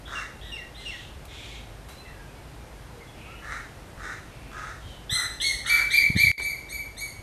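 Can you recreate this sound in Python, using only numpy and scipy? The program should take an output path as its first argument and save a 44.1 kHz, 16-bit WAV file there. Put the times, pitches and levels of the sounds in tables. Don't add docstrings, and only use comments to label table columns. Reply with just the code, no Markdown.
import sys
import numpy as np
from scipy import signal
from scipy.fft import rfft, irfft, next_fast_len
from scipy.io import wavfile
from scipy.ndimage import map_coordinates

SR = 44100
rng = np.random.default_rng(int(sys.argv[2]) if len(sys.argv) > 2 else 0)


def to_wav(sig):
    pcm = np.clip(np.atleast_2d(sig), -1, 1) * 32767
    pcm = np.round(pcm).astype(np.int16)
    wavfile.write(sys.argv[1], SR, pcm.T)


N = 318402


def amp(db):
    return 10 ** (np.asarray(db) / 20)


def unit(x):
    return x / np.sqrt(np.mean(x ** 2) + 1e-20)


def along(points, hz):
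    f, v = np.transpose(points)
    return np.interp(np.log(hz + 1), np.log(f), v)


def clock(length):
    return np.arange(int(length * SR)) / SR


def wobble(t, rate):
    return map_coordinates(rng.standard_normal(int(t[-1] * rate) + 4), [t * rate])


def swell(t, rise, fall):
    attack = np.sin(np.pi / 2 * np.clip(t / rise, 0, 1))
    release = np.sin(np.pi / 2 * np.clip((t[-1] - t) / fall, 0, 1))
    return attack * release


def filtered(x, response):
    m = next_fast_len(len(x) + SR // 10)
    return irfft(rfft(x, m) * response(np.fft.rfftfreq(m, 1 / SR)), m)[:len(x)]


def resonance(f, centre, width):
    return (1j * f * width / (centre ** 2 - f ** 2 + 1j * f * width)) ** 2


def add(track, s, x):
    part = track[max(round(s * SR), 0):][:len(x)]
    part += x[:len(part)]


def canopy(x, wet_db, echo=0.39, echo_s=0.05):
    # frequency in Hz, time to decay by 60 dB in seconds.
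    decay_times = [(300, 0.11), (2200, 0.55), (4500, 0.62), (9000, 0.55), (14000, 0.51)]
    hz, t, noise = signal.stft(rng.standard_normal(SR * 3 // 4), SR, nperseg=256)
    decay = amp(-60 * t / along(decay_times, hz)[:, None])
    response = signal.istft(noise * decay, SR, nperseg=256)[1]
    response *= amp(wet_db) / np.linalg.norm(response)
    response[0] += 1
    response[round(echo_s * SR)] += echo
    heard = signal.fftconvolve(x, response)
    return heard * np.linalg.norm(x) / np.linalg.norm(heard)


def frayed(phase, rasp, skirt_hz):
    f = np.fft.fftfreq(len(phase), 1 / SR)
    noise = np.fft.fft(rng.standard_normal(len(f)))
    skirt = np.fft.ifft(noise * (f < 0) * np.exp(-abs(f) / skirt_hz))
    return np.imag(np.exp(1j * phase) * (1 + rasp * skirt / np.std(skirt)))


def town_and_leaves():
    # frequency in Hz, relative spectral density in dB.
    spectrum = [(20, -19), (37, -7), (51, 5), (77, -5), (135, -4.5), (176, -12.5), (300, -13.5), (420, -15),
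                (800, -17), (1150, -21.5), (1600, -22.5), (7700, -36), (9300, -34.5), (15000, -48.5)]
    # time in seconds, noise level in dB.
    drift = [(0, -49.5), (3.6, -48.5), (7.2, -49.5)]
    # frequency in Hz, level in dB.
    hum_and_whine = [(50.5, -75), (11795, -77.5)]
    t = np.arange(N) / SR
    air = unit(filtered(rng.standard_normal(N), lambda f: amp(along(spectrum, f))))
    tones = sum(amp(db) * unit(np.sin(2 * np.pi * hz * t + 1.3 * wobble(t, 32)))
                for hz, db in hum_and_whine)
    return air * amp(np.interp(t, *np.transpose(drift))) + tones


def hand_bumps(hard_db=-20.5, hard_hz=156, db_per_octave=17.5, decay_cycles=0.32):
    # centre time in seconds, peak level in dB.
    bumps = [(1.17, -40), (4.862, -37.5), (5.128, -30.5), (6.103, -23), (6.155, -27), (6.165, -20),
             (6.28, -34.5), (7.195, -37.5)]
    nudges = [(rng.uniform(6.08, 6.31), rng.normal(-36, 2)) for _ in range(9)]
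    out = np.zeros(N)
    t = clock(0.08) - 0.04
    for s, db in bumps + nudges:
        hz = hard_hz * 2 ** ((db - hard_db) / db_per_octave)
        push = -np.sin(2 * np.pi * hz * t) * np.exp(-np.abs(t * hz / decay_cycles))
        add(out, s + t[0], amp(db) * push / push.max())
    return out


def ticks():
    # start in seconds, level in dB, time to decay by 60 dB in seconds, lower edge in Hz.
    contacts = [(1.253, -50.5, 0.066, 3500), (1.887, -52.5, 0.57, 2200), (6.315, -43, 0.0074, 500),
                (6.399, -38, 0.072, 597), (6.432, -45, .018, 5500)]
    # frequency in Hz, relative gain in dB.
    colour = [(300, 20), (1500, 5.5), (5000, -13), (12000, -15), (15000, -24)]
    out = np.zeros(N)
    t = clock(0.2)
    for s, db, t60, edge_hz in contacts:
        noise = rng.standard_normal(len(t))
        burst = filtered(noise, lambda f: amp(along(colour, f)) * f ** 2 / (f ** 2 + edge_hz ** 2))
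        add(out, s, amp(db - 60 * t / t60) * unit(burst))
    return out


def whistle(length, start_hz, end_hz, overtone_db, jitter=0.011, rasp=0.28):
    t = clock(length)
    glide = end_hz + (start_hz - end_hz) * (1 - t / length) ** 2
    phase = 2 * np.pi * np.cumsum(glide * (1 + jitter * wobble(t, 312))) / SR
    upper = frayed(2 * phase, 2 * rasp, skirt_hz=300) + 0.54 * frayed(3 * phase, 2 * rasp, skirt_hz=300)
    fundamental = frayed(phase, rasp, skirt_hz=200)
    return unit((fundamental + amp(overtone_db) * upper) * swell(t, 0.013, 0.0089))


def far_birds(count=7, chirp_s=0.055, chirp_hz=2170, chirp_db=-66.5):
    # start and length in seconds, start and end pitch in Hz, level in dB.
    slurs = [(1.877, .16, 3870, 4060, -60.5), (2.001, 0.11, 2620, 2707, -61.5),
             (2.048, 0.073, 2130, 1870, -55.5), (2.132, 0.135, 1700, 1600, -60.5),
             (2.9, 0.135, 528, 462, -59), (3.0, 0.046, 2316, 2065, -57), (3.069, 0.038, 3450, 3340, -60.5),
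             (3.265, .1, 1225, 1400, -57), (3.347, 0.063, 2840, 2970, -59),
             (4.819, 0.16, 3254, 3030, -59.5)]
    out = np.zeros(N)
    times = np.linspace(2.2, 3.35, count) + chirp_s * rng.standard_normal(count)
    pitches = chirp_hz * np.exp(0.13 * rng.standard_normal(count))
    chirps = [(s, chirp_s, hz, hz * (1 + 0.09 * rng.standard_normal()), chirp_db)
              for s, hz in zip(times, pitches)]
    for s, length, start_hz, end_hz, db in slurs + chirps:
        note = whistle(length, start_hz, end_hz, overtone_db=-26)
        add(out, s, amp(db) * canopy(note, wet_db=0.5, echo=0.17))
    return out


def scolders(rattle_db=3, hiss_db=-16.5, hiss_reference_hz=3550, hiss_db_per_octave=34):
    # start and length in seconds, level in dB, lower and upper resonance in Hz.
    screeches = [(0.768, 0.25, -51.5, 2900, 3500), (1.271, 0.3, -50.5, 2330, 3500),
                 (3.132, 0.21, -56, 2520, 2600), (4.291, 0.33, -62, 2480, 2640),
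                 (4.795, 0.17, -60.5, 3080, 3720)]
    out = np.zeros(N)
    for s, length, db, low_hz, high_hz in screeches:
        t = clock(length)
        hiss = amp(hiss_db + hiss_db_per_octave * np.log2(high_hz / hiss_reference_hz))
        rattle = rng.standard_normal(len(t)) * amp(rattle_db * wobble(t, 250.7))
        voice = filtered(rattle, lambda f: abs(resonance(f, low_hz, 640))
                         + 0.96 * abs(resonance(f, high_hz, 780))
                         + hiss * abs(resonance(f, 6800, 2900)))
        add(out, s, amp(db) * canopy(unit(voice * swell(t, 0.043, 0.015)), wet_db=13))
    return out


def whistler():
    # start in seconds, level in dB.
    phrases = [(0.147, -42), (.514, -42), (0.851, -41)]
    # delay and length in seconds, start and end pitch in Hz, note and overtone gain in dB.
    notes = [(0, 0.059, 2926, 2712, 0, -16.5), (0.053, 0.067, 2302, 1888, -6.5, -18)]
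    out = np.zeros(N)
    for s, db in phrases:
        for delay, length, start_hz, end_hz, note_db, overtone_db in notes:
            note = whistle(length, start_hz, end_hz, overtone_db)
            add(out, s + delay, amp(db + note_db) * canopy(note, wet_db=-4, echo=0.28))
    return out


def crow(syrinx_hz=144.5, tone_hz=450, jitter=0.07, glide=0.0802, attack_s=0.06, swell_db=9):
    # start and length in seconds, level in dB, frequency ratio set by throat size.
    caws = [(.072, 0.15, -41.5, 0.95), (3.409, 0.18, -42.5, 0.99), (3.97, .18, -43.5, .99),
            (4.51, 0.21, -44.5, 0.94), (5.111, .16, -42.5, .995), (5.635, .2, -37.5, 1.05)]
    # nominal centre and width in Hz, gain in dB.
    formants = [(725, 480, -13.5), (1358, 380, 2.5), (1848, 590, -0.5), (3830, 640, -15),
                (5980, 2800, -19.5), (9000, 4700, -30.5)]
    out = np.zeros(N)
    for s, length, db, ratio in caws:
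        t = clock(length)
        cycle = np.cumsum(syrinx_hz * (1 + jitter * wobble(t, 160))) / SR
        pulses = np.diff(np.floor(cycle), prepend=0) * amp(5.9 * wobble(t, 142.3))
        gate = np.exp(-2.5 * (cycle % 1))
        tone_cycle = np.cumsum(tone_hz * ratio * (1 + 0.015 * wobble(t, 200))) / SR
        tone = np.diff(np.floor(tone_cycle), prepend=0) * np.sqrt(gate)
        breath = rng.standard_normal(len(t)) * gate
        source = unit(pulses) + 0.73 * unit(breath) + 0.48 * unit(tone)
        voice = filtered(source, lambda f: sum((-1) ** k * amp(gain_db) * resonance(f, hz * ratio, width)
                                               for k, (hz, width, gain_db) in enumerate(formants)))
        speed = 1 + glide * (t / length - 0.5)
        voice = map_coordinates(voice, [np.cumsum(speed)])
        effort = amp(-swell_db * (1 - np.clip(t / attack_s, 0, 1))) * swell(t, 0.007, 0.021)
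        add(out, s, amp(db) * canopy(unit(voice * effort), wet_db=5.5))
    return out


def koel_pitch(t, length, top_hz, scoop_s=0.0258, break_s=0.037, droop_s=0.01625, unbroken_hz=1949):
    scoop = 0.2 * (1 - np.clip(t / scoop_s, 0, 1)) ** 2
    jump = 0.25 * max(np.log2(top_hz / unbroken_hz), 0)
    before_break = 0.5 - 0.5 * np.tanh((t - break_s) / 0.0037)
    droop = 0.1557 * np.exp((t - length) / droop_s)
    jitter = 0.0049 * wobble(t, 116.4)
    return top_hz * (1 - scoop - jump * before_break - droop + jitter)


def koel(full_call_s=0.124, full_call_db=-28, resonance_gain=1.33, crescendo_db=6, hoarse_db=-6):
    # start in seconds, top pitch in Hz,
    # nominal level in dB, level of the overtones relative to the octave in dB, rasp from 0 to 1.
    calls = [(.05, 1945, -47.5, -18, 1), (.412, 1973, -46, -18, 0.85), (.745, 2095, -48, -11, 1),
             (5.094, 2048, -27.5, -3.5, 0.23), (5.4, 2188, -27.5, -5, 0.7), (5.659, 2339, -30.5, -4, 0.67),
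             (5.903, 2350, -28.5, -5.5, 0.5), (6.158, 2335, -28.5, -6, 0.47),
             (6.408, 2325, -39.5, 0.5, 0.08), (6.686, 2328, -43.5, 3, 0), (6.966, 2286, -41.5, 2.5, 0)]
    # frequency in Hz, gain in dB.
    beak = [(1600, -12.5), (2050, -9), (2220, -5.5), (2330, 3), (5200, 0.5), (6400, 1.5), (7100, -9),
            (8200, 7), (9300, -11.5), (10200, 0), (11000, -3.5), (11700, 0), (12300, -17), (14000, -9),
            (14600, -24)]
    out = np.zeros(N)
    for s, top_hz, db, overtone_db, rasp in calls:
        length = full_call_s + 0.0012 * (db - full_call_db)
        t = clock(length)
        pitch = koel_pitch(t, length, top_hz)
        phase = 2 * np.pi * np.cumsum(pitch) / SR
        envelope = amp(along(beak, pitch) + crescendo_db * t / length) * swell(t, 0.0035, 0.0053)
        fundamental = frayed(phase, 0.28 * rasp, skirt_hz=193) * envelope
        fundamental_db = db + 1.5 + resonance_gain * along(beak, top_hz)
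        octave = frayed(2 * phase, 1.4 * rasp, skirt_hz=347) * swell(t, 0.0025, 0.099)
        overtones = sum(amp(along(beak, k * pitch)) * frayed(k * phase, 1.5 * rasp, skirt_hz=680)
                        for k in range(3, 8))
        hoarse = filtered(rng.standard_normal(len(t)),
                          lambda f: resonance(f, 3355, 690) * (f < 2 * top_hz))
        shrill = (unit(octave)
                  + rasp * amp(hoarse_db) * unit(hoarse * swell(t, 0.007, 0.3))
                  + amp(overtone_db) * unit(overtones * swell(t, 0.038, 0.064)))
        add(out, s, canopy(amp(fundamental_db) * unit(fundamental), wet_db=7.5))
        add(out, s, canopy(amp(db - 6) * shrill, wet_db=6.5))
    return out


def scene():
    birds = koel() + crow() + whistler() + far_birds() + scolders()
    return (birds + hand_bumps() + ticks() + town_and_leaves())[None]


def record(dry):
    # time in seconds, gain in dB; the end gains hold before and after the dip.
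    finger_gain = [(6.316, 5.5), (6.315, -10), (6.379, -17), (6.379, 4)]
    top_hz = 15100
    gain = amp(np.interp(np.arange(N) / SR, *np.transpose(finger_gain)))
    return filtered(dry[0] * gain, lambda f: f < top_hz)[None]


dry = scene()
out = record(dry)
to_wav(out)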